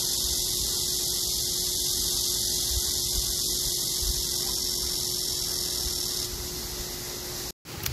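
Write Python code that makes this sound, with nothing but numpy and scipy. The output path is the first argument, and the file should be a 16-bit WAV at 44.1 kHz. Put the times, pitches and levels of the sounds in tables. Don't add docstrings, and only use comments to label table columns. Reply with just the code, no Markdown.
import sys
import numpy as np
from scipy import signal
from scipy.fft import rfft, irfft
from scipy.io import wavfile
from scipy.ndimage import uniform_filter1d

SR = 44100
rng = np.random.default_rng(int(sys.argv[2]) if len(sys.argv) > 2 else 0)


def bounce(signal):
    frames = np.transpose(np.atleast_2d(signal))
    limited = np.clip(frames, -1, 1)
    pcm = np.round(limited * 32767).astype(np.int16)
    wavfile.write(sys.argv[1], SR, pcm)


def nominal_scale(level):
    x = np.asarray(level, float) / 20
    return 10 ** x


N = 349272
CUT_S, RESUME_S = 7.508, 7.651


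def in_time(rows):
    s, *columns = np.transpose(rows)
    return [np.interp(np.arange(N) / SR, s, c) for c in columns]


def rms_one(x):
    return x / np.sqrt(np.mean(x ** 2) + 1e-20)


def drift(rate_hz):
    r = np.exp(-80 * np.pi * rate_hz / SR)
    slow = signal.lfilter([1], [1, -2 * r, r * r], rng.standard_normal(N // 40 + 2002))[2000:]
    return np.interp(np.arange(N) / 40, np.arange(len(slow)), rms_one(slow))


def coloured(x, spectrum):
    hz, db = np.transpose(spectrum)
    bins_hz = np.fft.rfftfreq(N, 1 / SR) + 1
    gain_db = np.interp(np.log(bins_hz), np.log(hz), db, left=-90, right=-90)
    return rms_one(irfft(rfft(x) * nominal_scale(gain_db), N))


def resonate(x, hz, width_hz):
    r = np.exp(-np.pi * width_hz / SR)
    poles = [1, -2 * r * np.cos(2 * np.pi * hz / SR), r * r]
    return signal.lfilter([(1 - r * r) / 2, 0, (r * r - 1) / 2], poles, x + 1e-18)


def puffs(events, cycles):
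    out = np.zeros(N)
    for (s, db, hz), phase in zip(events, rng.uniform(0, 2 * np.pi, len(events))):
        i = np.arange(int((s - .05) * SR), min(int((s + .05) * SR), N))
        turns = hz * (i / SR - s)
        out[i] += nominal_scale(db) * np.exp(-(turns / cycles) ** 2) * np.cos(2 * np.pi * turns + phase)
    return out


SONG_END_S = 6.255
PULSES_DB = [4, -1.5, 3, -3, -5, -11]
RIBS_DB = [0, -1.5, -4]


def rib_clicks():
    t = np.arange(N) / SR
    tiring_s, settle_s = 3.0, (3.3, 4.7)
    tired = np.clip((t - tiring_s) / (SONG_END_S - tiring_s), 0, 1)
    cycles_hz = 45.7 - 10.2 * tired ** 4.0
    turns = np.cumsum(cycles_hz * (1 + .003 * drift(2.5))) / SR
    beat = np.arange(int(turns[-1]) * 17)
    pulse = beat % 17 // 3
    rib = beat % 17 % 3
    start = np.interp((beat - rib) / 17, turns, np.arange(N))
    loose_ms = np.interp(t, settle_s, (.065, .011))[start.astype(int)]
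    rib_hz = 780
    at = start + SR * (rib / rib_hz + loose_ms / 1000 * rng.standard_normal(len(beat)))
    at = np.clip(at, 0, N - 1).astype(int)
    contrast = np.interp(t[at], settle_s, (.55, 1.15))
    click_db = np.array(PULSES_DB)[pulse] * contrast + np.array(RIBS_DB)[rib]
    force = np.zeros(N)
    force[at] = nominal_scale(click_db) * (at < SONG_END_S * SR)
    return force, at, pulse


# centre in Hz, width in Hz, level in dB.
TYMBAL = [(3531, 490, -4.5), (4295, 1030, -4), (5135, 1230, 1), (6240, 740, -6), (6780, 1600, -1)]
# centre in Hz, width in Hz, level in dB.
OVERTONES = [(9140, 1400, -4), (10660, 1550, -0.5), (11320, 1200, -0.5), (12700, 3000, -15)]
# centre in Hz, width in Hz, level in dB.
BELLY = [(5460, 330, 0), (5180, 160, -7), (5680, 100, -10), (9300, 80, -14), (6270, 80, -14),
         (3960, 90, -16), (7150, 80, -16), (8050, 100, -18), (3340, 70, -17)]
# time in seconds, level in dB.
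EFFORT = [(0, -28), (1.5, -29), (2.2, -27.5), (3.1, -29), (3.6, -28.5), (4.2, -31), (4.9, -33), (6.25, -33)]


def cicada(scatter_db, scatter_s):
    t = np.arange(N) / SR
    force, at, pulse = rib_clicks()
    keep = np.exp(-2 / (scatter_s * SR))
    power = signal.lfilter([1 - keep], [1, -keep], force ** 2, zi=[np.mean(force ** 2)])[0]
    lingering = np.sqrt(power)

    def struck(modes, spread, wet_db):
        out = 0
        for hz, width_hz, db in modes:
            noise = rng.standard_normal(N)
            habit = np.zeros(N)
            habit[at] = rng.choice([-1, 1], 6)[pulse]
            blows = force * (habit + spread * noise) + nominal_scale(wet_db) * lingering * noise
            once = resonate(blows, hz, 1.5 * width_hz)
            out = out + nominal_scale(db) * rms_one(resonate(once, hz, 1.5 * width_hz))
        return rms_one(out)

    settle_s = (3.3, 4.7)
    ring_db = np.interp(t, settle_s, (-13, -1.5))
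    overtone_db = np.interp(t, settle_s, (-5.5, -5))
    effort_db, = in_time(EFFORT)
    song = struck(TYMBAL, 0.44, scatter_db)
    song = song + nominal_scale(overtone_db) * struck(OVERTONES, 0.58, scatter_db)
    song = song + nominal_scale(ring_db) * struck(BELLY, 0.13, wet_db=-15)
    high_pass = signal.butter(6, 3100, "high", fs=SR, output="sos")
    return signal.sosfilt(high_pass, song * nominal_scale(effort_db - 1.5))


# start in seconds, peak in dB, pitch in Hz, length in seconds, woody share.
TWIG = [
    (7.804, -31, 1950, .002, 1.2),
    (7.8325, -27, 12000, .003, .3),
    (7.8355, -26, 5500, .003, .4),
    (7.843, -24, 2200, .0007, 1.5),
    (7.857, -27, 6000, .0007, .4),
    (7.860, -21, 4600, .0015, 1.2),
    (7.8625, -11, 6300, .0014, 1.6),
    (7.8643, -14, 4600, .002, .3),
    (7.872, -27, 4700, .003, .2),
]


def twig():
    out = np.zeros(N)
    t = np.arange(int(.03 * SR)) / SR
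    for s, db, hz, length_s, woody in TWIG:
        burst = rng.standard_normal(len(t)) * np.exp(-t / max(length_s, 3e-4)) * (1 - np.exp(-t / 0.00065))
        centre = 1.7 * resonate(burst, hz, 1800)
        low = woody * resonate(burst, 2000, 1500)
        top = 1.5 * (hz > 3000) * resonate(burst, 12500, 4000)
        burst = centre + low + top
        i = int((s - .0004) * SR)
        out[i:i + len(t)] += (nominal_scale(db + 2.0) * burst / np.abs(burst).max())[:N - i]
    out = signal.sosfilt(signal.butter(8, 15500, fs=SR, output="sos"), out)
    return out - 0.64 * resonate(out, 8700, 2500)


# frequency in Hz, level in dB per Hz.
CHORUS = [(1530, -23), (2600, -16), (2900, -11), (3280, -7.5), (3570, -3.5), (5310, 2), (7040, -2),
          (8870, -10.5), (11800, -5), (13500, -7), (14600, -9)]


def chorus():
    level_db = -35.5 + 0.19 * drift(2.5) + .5 * drift(6.9)
    return nominal_scale(level_db) * coloured(rng.standard_normal(N), CHORUS)


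# frequency in Hz, level in dB per Hz.
SPRAY = [(250, -31), (400, -2), (560, -5), (900, -6), (1400, -9), (1780, -10), (2020, -5), (2230, -13.5),
         (2500, -14.5), (2900, -12.5), (3600, -42.5)]


def fountain(drops_per_s):
    sizes = nominal_scale(1.5 * np.minimum(rng.exponential(1, N), 5))
    drops = (rng.random(N) < drops_per_s / SR) * sizes * rng.choice([-1, 1], N)
    since_turn_s = np.arange(N) / SR - 3.1
    breeze_db = -5.0 + np.maximum(0.7 * since_turn_s, -0.44 * since_turn_s)
    return nominal_scale(-43 + breeze_db + .6 * drift(3.0)) * coloured(drops, SPRAY)


# time in seconds, peak in dB, pitch in Hz.
PLOPS = [
    (4.468, -43, 790),
    (4.497, -40, 993),
    (7.745, -45, 810),
    (7.805, -44, 845),
]


def plops():
    return puffs(PLOPS, cycles=9.7)


# frequency in Hz, level in dB rms, waver in dB.
HUM = [(359.6, -46.0, 0.7), (413.6, -61.5, 1)]


def pump():
    t = np.arange(N) / SR
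    out = np.zeros(N)
    for hz, db, waver_db in HUM:
        out += np.sqrt(2) * nominal_scale(db + waver_db * drift(3.4)) * np.sin(2 * np.pi * hz * t)
    return out


# frequency in Hz, level in dB per Hz.
RUMBLE = [(13, -51.5), (22, -26.5), (38, -8.5), (54, -2.5), (91, -14), (119, -6), (200, -12), (330, -14),
          (430, -20.5), (730, -120)]


def town():
    return nominal_scale(-43) * coloured(rng.standard_normal(N), RUMBLE)


# time in seconds, peak in dB.
EDDIES = [(.254, -30.5), (.322, -32), (.613, -32), (2.006, -35), (2.72, -29.5), (2.748, -27.5),
          (2.775, -21), (2.892, -32.5), (3.155, -30), (3.183, -23.5), (3.209, -36), (3.299, -28),
          (3.673, -30), (4.033, -25.5), (4.073, -28), (4.1, -21.5), (4.177, -29), (4.199, -30),
          (4.838, -34), (5.34, -34), (5.867, -28), (5.899, -36), (6.341, -33), (6.403, -33), (6.449, -32),
          (6.577, -35), (6.807, -29.5)]
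# time in seconds, peak in dB.
SHADE_EDDIES = [(7.69, -42), (7.78, -27.5), (7.822, -33), (7.841, -27.5), (7.884, -27), (7.894, -28),
                (7.917, -27)]


def eddies():
    out = np.zeros(N)
    for events, thump_hz in ((EDDIES, 58), (SHADE_EDDIES, 109)):
        pitches_hz = thump_hz * (1 + 0.1 * rng.standard_normal(len(events)))
        out += puffs([(s, db, hz) for (s, db), hz in zip(events, pitches_hz)], cycles=0.7)
    return out


def wind(level_db, low_hz, high_hz):
    lumps = rng.standard_normal(N) * nominal_scale(1.1 * drift(18.0))
    band = signal.butter(2, [low_hz, high_hz], "band", fs=SR, output="sos")
    return nominal_scale(level_db) * rms_one(signal.sosfilt(band, lumps))


# time in seconds, level in dB.
AIR = [(0, -51), (.4, -42), (.9, -46.5), (3.5, -43.5), (3.85, -62.5), (4.3, -47.5), (6.4, -45.5),
       (6.9, -50), (7.5, -49)]


def pond_wind():
    level_db, = in_time(AIR)
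    return wind(level_db - 1.5, 38, 80)


# frequency in Hz, level in dB per Hz.
SHADE_AIR = [(150, -36), (250, -11), (370, -4), (451, -12), (650, -15.5), (982, -16), (2780, -17),
             (3660, -20.5), (4280, -14), (7300, -19.5), (8800, -28), (10500, -24), (15700, -25.5)]


def shade_wind():
    fade_s = 0.036
    fade_db = -10 * np.clip(1 - (np.arange(N) / SR - RESUME_S) / fade_s, 0, 1)
    air = nominal_scale(-39.5 + fade_db) * coloured(rng.standard_normal(N), SHADE_AIR)
    return wind(-44.5 + fade_db, 56, 170) + air


# frequency in Hz, step in dB re loudness.
ROUNDING = [(250, -35.5), (500, -24.5), (800, -23.0), (1200, -22), (2000, -21.5), (3000, -20),
            (8000, -21.0), (12500, -20.0), (13900, -18.5), (14600, -20)]


def phone_rounding(x):
    n, k = np.arange(2048)[:, None], np.arange(1024)
    line_hz = k * SR / 2048
    window = np.sin(np.pi * (n + .5) / 2048)
    basis = window * np.cos(np.pi / 1024 * (n + 512.5) * (k + .5)) / np.sqrt(512)
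    lead = 809
    halves = np.pad(x, (lead, 2048 + (-N - lead) % 1024), mode="reflect").reshape(-1, 1024)
    lines = np.hstack([halves[:-1], halves[1:]]) @ basis
    loudness = uniform_filter1d(np.sqrt(np.mean(lines[:, 40:] ** 2, axis=1)), size=9)[:, None]
    usual = nominal_scale(-28.5)
    loudness = usual * (loudness / usual) ** .72
    hz, db = np.transpose(ROUNDING)
    band_db = 1.8 * rng.standard_normal((len(lines), 64)).repeat(16, axis=1)
    step_db = np.interp(np.log((k + .5) * SR / 2048), np.log(hz), db) + band_db
    step = 10 * loudness * nominal_scale(step_db)
    rounded = np.sign(lines) * np.floor(np.abs(lines) / step + .36) * step
    frames = (rounded * (line_hz < 14590)) @ basis.T
    out = np.pad(frames[:, :1024], ((0, 1), (0, 0))) + np.pad(frames[:, 1024:], ((1, 0), (0, 0)))
    return out.ravel()[lead:lead + N]


def scene():
    t = np.arange(N) / SR
    thumps = eddies() + plops()
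    pond = cicada(scatter_db=-0.5, scatter_s=0.016) + chorus() + fountain(drops_per_s=12000)
    pond = phone_rounding(pond + pump() + town() + thumps + pond_wind())
    smear = nominal_scale(-34.5) * (t < CUT_S + .02)
    snap = twig()
    shade = shade_wind() + snap + thumps
    mid = pond * np.where(t < CUT_S, 1, smear) + shade * (t > RESUME_S)
    side = nominal_scale(-15) * resonate(snap, 13000, 3000)
    return mid + side * [[1], [-1]]


def top_cut(x):
    return signal.sosfilt(signal.butter(12, 15880, fs=SR, output="sos"), x)


def record(dry):
    return top_cut(dry)


dry = scene()
out = record(dry)
bounce(out)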